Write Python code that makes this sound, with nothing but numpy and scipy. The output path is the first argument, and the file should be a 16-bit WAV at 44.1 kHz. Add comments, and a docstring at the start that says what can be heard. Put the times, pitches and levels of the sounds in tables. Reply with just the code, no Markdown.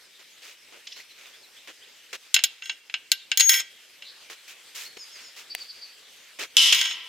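"""The spring bolt of a galvanised field gate clinks in its keeper, then scrapes and squeals as it is drawn.
Impacts excite the free vibration of bolt and post; stick-slip friction sustains the squeal.
Later the gate slams: the tube frame clangs, the wire mesh rattles and the bolt slides home.
Behind it a walker brushes along an overgrown path, small birds sing and leaves rustle."""
import sys
import numpy as np
from scipy import signal
from scipy.fft import rfft, irfft, next_fast_len
from scipy.io import wavfile
from scipy.ndimage import uniform_filter1d

SR = 44100
rng = np.random.default_rng(int(sys.argv[2]) if len(sys.argv) > 2 else 0)


def dump_mix(stems):
    """Bounce the given channels to the path in sys.argv[1] as a 16-bit WAV at rate SR."""
    frames = np.atleast_2d(stems).T  # one column per channel
    limited = np.clip(frames, -1, 1)  # hard clip at full scale
    pcm = np.round(limited * 32767).astype(np.int16)
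    wavfile.write(sys.argv[1], SR, pcm)


N = 312228
TIME = np.arange(N) / SR


def amp(db):
    """Amplitude ratio of a level in decibels."""
    return 10 ** (np.asarray(db) / 20)


def unit(x):
    """Normalisation to an rms of one."""
    return x / np.sqrt(np.mean(x ** 2) + 1e-20)


def blend(ends, share):
    """Linear interpolation between two values as share goes from 0 to 1."""
    return ends[0] + (ends[1] - ends[0]) * share


def pan(db):
    """Level difference: stereo gains with the left db above the right."""
    return amp([[db / 2], [-db / 2]])


def curve_at(points, hz):
    """Interpolation on a logarithmic frequency axis."""
    f, value = np.transpose(points)
    return np.interp(np.log(hz + 1), np.log(f), value)


def add(mix, start, sound):
    """Superposition of a sound on the mix from start seconds."""
    part = mix[:, round(start * SR):][:, :sound.shape[1]]
    part += sound[:, :part.shape[1]]


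def colour(x, spectrum):
    """Filtering by a spectral envelope in dB."""
    n = x.shape[-1]
    size = next_fast_len(n)
    gain = amp(curve_at(spectrum, np.fft.rfftfreq(size, 1 / SR)))
    return irfft(rfft(x, size) * gain, size)[..., :n]


def high_pass(x, hz):
    """Radiation loss: thin steel and twigs give out little bass."""
    return signal.sosfilt(signal.butter(2, hz, "high", fs=SR, output="sos"), x)


def wobble(n, rate_hz):
    """Random modulation: low-pass noise with an rms of one."""
    f = np.fft.rfftfreq(n, 1 / SR)
    return unit(irfft(rfft(rng.standard_normal(n)) / (1 + (f / rate_hz) ** 4), n))


# Likeness of left and right. Each row: frequency in Hz, correlation.
COHERENCE = [(60, 0.084), (250, 0.22), (600, 0.5), (1300, 0.83), (3000, 0.82), (5000, 0.47), (9000, 0.23),
             (16000, 0.37)]
def noise(n, spectrum, grain=1):
    """Partly coherent stereo noise, narrowest in the mids; an uneven grain makes it crackle."""
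    size = next_fast_len(n)
    a, b = rfft(rng.standard_normal((2, n)) * grain, size)
    correlation = np.clip(curve_at(COHERENCE, np.fft.rfftfreq(size, 1 / SR)), -1, 1)
    mid, side = a * np.sqrt(1 + correlation), b * np.sqrt(1 - correlation)
    stereo = irfft(np.array([mid + side, mid - side]), size)[:, :n]
    return unit(colour(stereo, spectrum))


def dense_ring(n, spectrum, decay):
    """Modal overlap: countless modes merge into noise, each band with its own 60 dB decay time."""
    hz, t, bands = signal.stft(noise(n, spectrum), SR, nperseg=256)
    fade = 1e-3 ** (t / curve_at(decay, hz)[:, None])
    return signal.istft(bands * fade, SR, nperseg=256)[1][:, :n]


def ring(n, modes, spread_hz):
    """Free vibration: damped sines, the higher ones further out of phase between left and right."""
    t, out = np.arange(n) / SR, np.zeros((2, n))
    for hz, db, pan_db, t60 in modes:
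        phase = 2 * np.pi * rng.random() + np.array([[min((hz / spread_hz) ** 2, 1.4)], [0]])
        out += amp(db) * pan(pan_db) * 1e-3 ** (t / t60) * np.sin(2 * np.pi * hz * t + phase)
    return out * (1 - np.exp(-t / 0.00032))  # the ring builds up during the contact


def scatter(sound, spectrum, decay):
    """Reverberation from foliage: convolution with a diffuse, decaying impulse response."""
    response = dense_ring(SR, spectrum, decay)
    return signal.fftconvolve(sound, response / np.linalg.norm(response[0]), axes=1)[:, :N]


# Spectrum of the leaf hiss. Each row: frequency in Hz, relative level in dB.
LEAF_SPECTRUM = [(18, -56), (30, -22), (161, -16.5), (486, -5.5), (721, -11.5), (1130, -11), (2010, -2),
                 (3060, -0.5), (4420, -4.5), (5040, -4), (7270, -10), (7870, -9.5), (11100, -16),
                 (13300, -14), (16000, -27.5)]
# Level of the background leaf rustle, dipping while the walker pauses.
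# Each row: time in seconds, level in dB.
LEAF_RUSTLE_LEVELS = [(0, -53), (1.2, -52.5), (2.3, -52), (2.85, -56.5), (3.7, -52.5), (5.2, -50),
                      (5.8, -52), (7.08, -49.5)]
def leaf_rustle(patchy_db=2, flutter_db=-0.86):
    """Modulated noise: leaves hiss in patches that drift in time and frequency."""
    bands = signal.stft(noise(N, LEAF_SPECTRUM), SR, nperseg=512)[2]
    patches = uniform_filter1d(rng.standard_normal(bands.shape[1:]), size=8, axis=0)
    patches = unit(uniform_filter1d(patches, size=12, axis=1))
    hiss = signal.istft(bands * amp(patchy_db * patches), SR, nperseg=512)[1][:, :N]
    strength = amp(np.interp(TIME, *np.transpose(LEAF_RUSTLE_LEVELS)))
    return unit(hiss) * strength * amp(flutter_db * wobble(N, rate_hz=20)) * pan(0.6)


def glide(hz, octaves):
    """Exponential sweep centred on hz: its first, middle and last pitch."""
    return hz * 2 ** (octaves * np.array([-.5, 0, .5]))


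# Single chirps. Each row: start in seconds, length in seconds, pitch in Hz, glide in octaves,
# relative level in dB, rasp as a share of the pitch.
BIRD_CHIRPS = [(0.868, 0.012, 3570, -.55, -33, 0.15), (0.87, 0.011, 5500, -.5, -35.5, 0.14),
               (0.916, 0.017, 3590, .55, -35.5, 0.17), (0.918, 0.02, 5500, .45, -39, 0.085),
               (0.995, 0.019, 2145, .65, -42, 0.034), (1.807, 0.049, 3340, .7, -46.5, .01),
               (3.186, 0.059, 3660, -.15, -47, 0.048), (4.031, 0.093, 4030, .15, -41.5, 0.099),
               (4.852, 0.026, 4290, .15, -38, 0.025)]
# Falling two-voiced slurs open a song. Each row: start in seconds, first pitch in Hz, relative level in dB.
SONG_SLURS = [(4.975, 5470, -40), (5.108, 5390, -45), (5.219, 5680, -45)]
# Buzzes end it. Each row: start in seconds, length in seconds, relative level in dB.
SONG_BUZZES = [(5.496, .04, -33), (5.595, 0.046, -35.5), (5.682, 0.044, -36.5), (5.736, 0.08, -48),
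               (5.806, 0.057, -37)]
def bird_notes(twitters=8, twitter_span_s=(0.92, 1.6), twitter_hz=(3050, 4580), slur_s=0.084):
    """Pitch contours, each as start and length in seconds, three pitches in Hz, level in dB, rasp."""
    notes = [(start, length, glide(hz, octaves), db, rasp)
             for start, length, hz, octaves, db, rasp in BIRD_CHIRPS]
    for when, pitch, direction in rng.random((twitters, 3)):  # a far bird twitters at random
        sweep = glide(blend(twitter_hz, pitch), octaves=0.34 * np.sign(direction - .5))
        notes.append((blend(twitter_span_s, when), .035, sweep, -49, 0.0092))
    fall = np.linspace(0, 1, 3) ** 1.5
    for start, hz, db in SONG_SLURS:
        lower, upper = hz * 2 ** (-0.29 * fall), 1.24 * hz * 2 ** (-0.087 * fall)
        notes += [(start, slur_s, lower, db, 0.021), (start, slur_s, upper, db - 6.5, 0.021)]
    return notes + [(start, length, (4950, 4560, 4620), db, .048) for start, length, db in SONG_BUZZES]


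def birds(direct_db=-1, echo_db=-3):
    """Frequency modulation makes gliding whistles raspy; hedge and trees scatter them."""
    song = np.zeros((2, N))
    for start, length, pitches, db, rasp in bird_notes():
        progress = np.arange(round(length * SR)) / (length * SR)
        hz = np.polyval(np.polyfit([0, .5, 1], pitches, 2), progress)
        hz *= 1 + rasp * wobble(SR // 4, rate_hz=740)[:len(progress)]
        whistle = np.sin(2 * np.pi * np.cumsum(hz) / SR)
        add(song, start, amp(db) * np.sin(np.pi * progress) * whistle[None])
    echo = scatter(song, spectrum=[(1000, 0), (8000, 0)], decay=[(2000, 0.18), (7000, 0.65)])
    return amp(direct_db) * song + amp(echo_db) * echo


# Steps in grass. Each row: start in seconds, length in seconds, swish level in dB, weight from 0 to 1.
FOOTFALLS = [(0.19, 0.041, -50.5, .6), (0.418, 0.12, -45.5, 0.28), (0.72, 0.062, -49, 0.94),
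             (0.96, 0.064, -45.5, 0.4), (1.175, 0.14, -49.5, 0.48), (1.671, 0.046, -42.5, 0.77),
             (2.128, 0.035, -34, 0.57), (4.297, 0.049, -40.5, 0.45), (4.476, 0.06, -44, .15),
             (4.744, 0.13, -37.5, 0.01), (4.969, 0.0093, -39, 0.83), (5.149, 0.12, -48.5, .5),
             (5.361, 0.07, -43.5, 0.23), (5.578, 0.084, -46.5, .25), (6.387, 0.067, -31.5, 0.59)]
# Spectra of stems, footfall and twig. Each row: frequency in Hz, relative level in dB.
SWISH_SPECTRUM = [(120, -70), (200, -45), (432, -12), (806, -15.5), (2470, -1.5), (4430, -6), (6880, -6),
                  (9060, -15), (13600, -16), (16000, -21)]
THUD_SPECTRUM = [(40, -24), (130, -17), (300, 12), (480, 11.5), (800, -5), (2000, -17), (8000, -70)]
SNAP_SPECTRUM = [(100, -36), (650, 2), (1300, -26), (2000, 0), (3200, -4), (5000, -7), (16000, -16)]
def steps(grain_db=3, snap_at_s=5.55, snap_db=-20):
    """Friction, impact and fracture: stems crackle on the legs, feet thud and one twig snaps."""
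    out, n = np.zeros((2, N)), SR // 4
    t = np.arange(n) / SR
    for start, length, swish_db, weight in FOOTFALLS:
        thud_db = swish_db + blend((-31, -8.5), weight)
        tilt_db_per_octave = blend((1, -5), weight)  # more weight, duller swish
        swell = np.interp(t / length, [0, .08, .7, 1.2], [0, 1, .85, 0])
        spectrum = [(hz, db + tilt_db_per_octave * np.log2(hz / 3000)) for hz, db in SWISH_SPECTRUM]
        swish = noise(n, spectrum, grain=amp(grain_db * wobble(n, rate_hz=1600)))
        add(out, start, swell * (amp(swish_db) * swish + amp(thud_db) * noise(n, THUD_SPECTRUM)))
    snap = amp(snap_db) * noise(n, SNAP_SPECTRUM) * np.exp(-t / .002)
    add(out, snap_at_s, high_pass(snap, hz=400))
    return out


# Blows of the gate on its post. Each row: start in seconds, relative crack and ring levels in dB.
GATE_BLOWS = [(6.568, -8.5, -19.5), (6.578, -23, -45), (6.613, -31, -25), (6.6184, -39, -37),
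              (6.6216, -34, -24), (6.643, -29, -33.5), (6.658, -28, -23), (6.7249, -12, -34),
              (6.813, -22, -58)]
# Strongest frame modes, and the gate's broad spectrum. Each row: frequency in Hz, relative level in dB.
FRAME_MODES = [(328, -38), (965, -29), (1041, -26), (1340, -21), (1604, -21), (2168, -18), (2615, -13),
               (2675, -11), (2850, -8), (2977, 4), (3031, -1), (3083, -6), (3128, -7), (3176, -4),
               (3281, -10), (3646, -11), (3896, -9), (4016, -9), (4163, -12), (4889, -9), (5344, -11),
               (5542, -10), (9460, -20)]
GATE_SPECTRUM = [(24, -77), (40, -53), (231, -57), (320, -47), (382, -43), (715, -42), (990, -27.5),
                 (1720, -33.5), (1900, -15.5), (2440, -14), (3060, 1), (4570, -13.5), (5050, -7),
                 (12800, -23), (16000, -42)]
# Damping of the gate. Each row: frequency in Hz, 60 dB decay time in seconds.
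GATE_T60 = [(60, .5), (400, 2.4), (1200, 1.7), (3000, 0.86), (5500, 0.67), (8000, 0.32), (15000, 0.46)]
def gate(crack_s=.0035, modes_db=-24, rattle_db=-16.5, bass_db=-6):
    """Impact excitation: blows set the tube frame ringing and shake the mesh."""
    out, n = np.zeros((2, N)), SR * 3 // 5
    for start, crack_db, ring_db in GATE_BLOWS:
        crack = noise(n, GATE_SPECTRUM) * np.exp(-np.arange(n) / SR / crack_s)
        add(out, start, amp(crack_db) * crack + amp(ring_db) * dense_ring(n, GATE_SPECTRUM, GATE_T60))
    modes = [(hz, db, 0, curve_at(GATE_T60, hz)) for hz, db in FRAME_MODES]
    add(out, GATE_BLOWS[0][0], amp(modes_db) * ring(n, modes, spread_hz=16000))
    out += amp(rattle_db) * mesh_rattle()
    return (high_pass(out, hz=223) + amp(bass_db) * out) * pan(1)


def mesh_rattle(taps_per_s=300, spread_db=5, tap_s=.003, fade_db_per_s=152):
    """Shot noise: the wire mesh taps the frame at random and settles after each blow."""
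    taps = (rng.random(N) < taps_per_s / SR) * amp(spread_db * rng.standard_normal(N))
    tap_envelope = signal.lfilter([1], [1, -np.exp(-1 / (tap_s * SR))], taps)
    shakes = [(TIME >= start) * amp(crack_db - fade_db_per_s * abs(TIME - start))
              for start, crack_db, _ in GATE_BLOWS]
    return np.linalg.norm(shakes, axis=0) * noise(N, GATE_SPECTRUM, grain=tap_envelope)


# Spectrum of a contact in the latch. Each row: frequency in Hz, relative level in dB.
CONTACT_SPECTRUM = [(40, -23), (300, -29), (700, -9), (1100, -18), (1800, -11.5), (3000, 3.5), (4200, 6),
                    (5800, -7.5), (6700, 7.5), (8500, -10), (11000, -4.5), (16000, -39)]
# Damping of the latch's weak modes. Each row: frequency in Hz, 60 dB decay time in seconds.
LATCH_T60 = [(100, 0.41), (1500, 0.067), (3000, 0.15), (6000, 0.066), (10000, 0.033), (16000, 0.019)]
def knock(n, hardness, treble_db, mid_db=-19, crack_db=-8, crack_s=.0045, body_db=-22):
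    """Contact time sets bandwidth: a harder knock rises faster and carries more treble."""
    tilt = [(700, blend((-10.5, -26), hardness)), (1900, blend((1, -33), hardness)), (3600, mid_db),
            (6500, (mid_db + treble_db) / 2), (10000, treble_db), (16000, blend((-64, -5), hardness))]
    spectrum = [(hz, db + curve_at(tilt, hz)) for hz, db in CONTACT_SPECTRUM]
    t = np.arange(n) / SR
    crack = amp(crack_db) * noise(n, spectrum) * np.exp(-t / crack_s)
    body = amp(body_db) * dense_ring(n, spectrum, LATCH_T60)
    rise_s = blend((0.00049, .0001), hardness)
    return (crack + body) * (1 - np.exp(-t / rise_s))


# Knocks of the bolt on its keeper. Each row: start in seconds, strength in dB, hardness from 0 to 1,
# relative level of the post's ring in dB.
LATCH_KNOCKS = [(2.3426, 2, 0.78, -22), (2.363, -4, 0.15, -17), (2.3906, -14, 0.16, -26),
                (2.4379, 0.5, 0.79, -24), (2.6219, -25.5, 0.06, -34), (2.657, -31, 0.8, -36),
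                (2.6953, -12.5, 0.08, -25), (2.8973, -25, 0, -42.5), (2.9402, -11, 0.04, -24),
                (3.1168, -1, 0.78, -22), (3.3159, -6, 0.24, -21.5), (3.3737, -4, 0.91, -45),
                (3.398, -2, 0.85, -23.5), (3.4064, 1, 0.7, -30), (3.4934, -0.5, 1, -24.5),
                (3.5404, -11, 1, -23), (3.589, -18, 0.5, -30), (4.022, -29.5, 0.14, -38.5),
                (6.7281, -2, 0.33, -21), (6.8129, -8.5, 0.42, -21.5), (6.8534, -15, 0, -23.5),
                (6.9102, -15.5, 0.2, -30.5)]
# Modes of the post. Each row: frequency in Hz, relative level in dB, unscaled decay time in seconds.
POST_MODES = [(1455, -16, .13), (1565, -10, .15), (2065, -11, .11), (2283, -13, .17), (2742, 1, .13),
              (2850, -8, .2), (2965, -7, .17), (3085, -9, .13), (3282, -6, .15), (3950, -6, .09),
              (4377, -10, .08), (5044, -12, .12), (5240, -8, .11), (6645, -14, .13)]
# Modes of the bolt. 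Each row: frequency in Hz, relative level in dB, left over right in dB,
# unscaled decay time in seconds.
BOLT_MODES = [(1574, -12, 2, .1), (1928, -7, 0, .1), (2020, -10, 0, .1), (2115, -10, 0, .1),
              (2282, -6, 0, .1), (3230, -8, 1, .1), (3280, -4, 1, .15), (5346, 0, -1, .12),
              (6606, -2, 9, .1), (10501, -11, 0, .07), (11347, -5, -1, .15), (12150, -17, 0, .1),
              (13887, -8, -6, .08), (15338, 0, -6, .09)]
def latch(post_decay_scale=0.63, bolt_decay_scale=0.65, bass_db=-24):
    """Modal response: each knock rings post and bolt; a soft one favours the post's middle modes."""
    out, n = np.zeros((2, N)), SR // 3
    for start, db, hardness, post_db in LATCH_KNOCKS:
        treble_db = blend((-36, -12.5), hardness)
        bolt_db = db + blend((-48.5, -17), hardness)
        contact = amp(db) * knock(n, hardness, treble_db)
        rolloff_db = 0.15 * max(-15 - treble_db, 0)
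        # no two knocks land on the same spot, so the modes trade strength
        post_spot_db, bolt_spot_db = 2.2 * rng.standard_normal((2, len(POST_MODES) + len(BOLT_MODES)))
        post_modes, bolt_modes = [], []
        for (hz, mode_db, t60), spot_db in zip(POST_MODES, post_spot_db):
            loss_db = rolloff_db * np.sqrt(abs(np.log2(hz / 2742)))
            post_modes.append((hz, mode_db + spot_db - loss_db, 0, t60 * post_decay_scale))
        for (hz, mode_db, pan_db, t60), spot_db in zip(BOLT_MODES, bolt_spot_db):
            loss_db = 2 * rolloff_db * max(np.log2(hz / SQUEAL_HZ), 0)
            bolt_modes.append((hz, mode_db + spot_db - loss_db, pan_db, t60 * bolt_decay_scale))
        post_ring = amp(post_db) * ring(n, post_modes, spread_hz=15000)
        bolt_ring = amp(bolt_db) * ring(n, bolt_modes, spread_hz=21000)
        add(out, start, contact + post_ring + bolt_ring)
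    return high_pass(out, hz=1040) + amp(bass_db) * out


def stroke(start, length, db, slope_db_per_s, attack_s=0.0025, release_db_per_s=624):
    """Amplitude envelope of one slide: a quick attack, a sloping hold and a release."""
    t = np.maximum(TIME - start, 0)
    level_db = db + slope_db_per_s * np.minimum(t, length) - release_db_per_s * np.maximum(t - length, 0)
    return np.minimum(t / attack_s, 1) * amp(level_db)


SQUEAL_HZ = 6606
# Slides of the bolt. Each row: start in seconds, length in seconds, scrape level in dB,
# squeal level in dB, fade in dB per second as the bolt slows.
BOLT_SLIDES = [(2.634, 0.097, -49.5, -51, 38), (3.391, 0.083, -29, -42, 201), (3.492, .11, -24.5, -24, 64),
               (6.73, 0.2, -29.5, -52, 58)]
def sliding_bolt(bind_at_s=3.374, bind_s=.116, squeal_pan_db=11, grain_db=4):
    """Stick-slip friction keeps one mode of the bolt squealing, stirs the others and scrapes the keeper."""
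    squeal = stroke(bind_at_s, bind_s, db=-27, slope_db_per_s=89)  # builds while the bolt binds
    scrape = np.zeros(N)
    for start, length, scrape_db, squeal_db, fade in BOLT_SLIDES:
        squeal += stroke(start, length, squeal_db, -fade)
        scrape += stroke(start, length, scrape_db, -fade)
    tone = np.sqrt(2) * np.sin(2 * np.pi * np.cumsum(SQUEAL_HZ + 3 * wobble(N, rate_hz=41)) / SR)
    sides = pan(squeal_pan_db)
    out = squeal * tone * sides / sides.mean()
    out += scrape * rubbing(grain_db) + driven_modes(scrape, squeal)
    freed_ring = ring(SR, [(3250, -38, 0, 0.79)], spread_hz=7000)  # once free, the bolt rings on
    add(out, bind_at_s + bind_s, freed_ring)
    return out


# Spectrum of steel sliding on steel. Each row: frequency in Hz, relative level in dB.
FRICTION_SPECTRUM = [(60, -20), (700, -14.5), (1300, -4), (2000, 2), (3300, 9.5), (4500, -1.5), (8000, 0),
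                     (11000, -21), (16000, -32)]
def rubbing(grain_db):
    """Friction noise: a grainy hiss of the bolt against its keeper."""
    return noise(N, FRICTION_SPECTRUM, grain=unit(amp(grain_db * wobble(N, rate_hz=100))))


def driven_modes(scrape, squeal, flutter_db=2):
    """Forced vibration: the bolt's low modes follow the scrape; high ones need a hard scrape or a squeal."""
    low_drive = amp(1) * scrape
    high_drive = amp(29) * scrape ** 2.08 + amp(-17) * squeal
    out, flutter = np.zeros((2, N)), wobble(N, rate_hz=85)
    for hz, db, pan_db, _ in BOLT_MODES:
        mode_flutter = np.roll(flutter, rng.integers(N))
        phase = 2 * np.pi * hz * TIME + .5 * mode_flutter[::-1] + np.array([[(hz / 11000) ** 2], [0]])
        drive = high_drive if hz > 8000 else low_drive
        out += drive * amp(db + flutter_db * mode_flutter) * pan(pan_db) * np.sin(phase)
    return out


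def scene(echo_db=-23.5):
    """Superposition of all sources, with a faint scatter of the metal sounds from the hedge."""
    metal = latch() + sliding_bolt() + gate()
    echo = scatter(metal, spectrum=[(200, 0), (3000, -8.5), (6000, -14), (14000, -34)],
                   decay=[(500, 0.27), (3000, 0.53), (10000, .4)])
    return metal + amp(echo_db) * echo + steps() + birds() + leaf_rustle()


def record(dry, ceiling=.93, cutoff_hz=16500):
    """Soft saturation rounds the peaks just under full scale; a low-pass filter limits the band."""
    limited = dry / (1 + (dry / ceiling) ** 10) ** (1 / 10)
    low_pass = signal.firwin(255, cutoff_hz, window=("kaiser", 9), fs=SR)
    return signal.oaconvolve(limited, low_pass[None], "same")


dry = scene()
out = record(dry)
dump_mix(out)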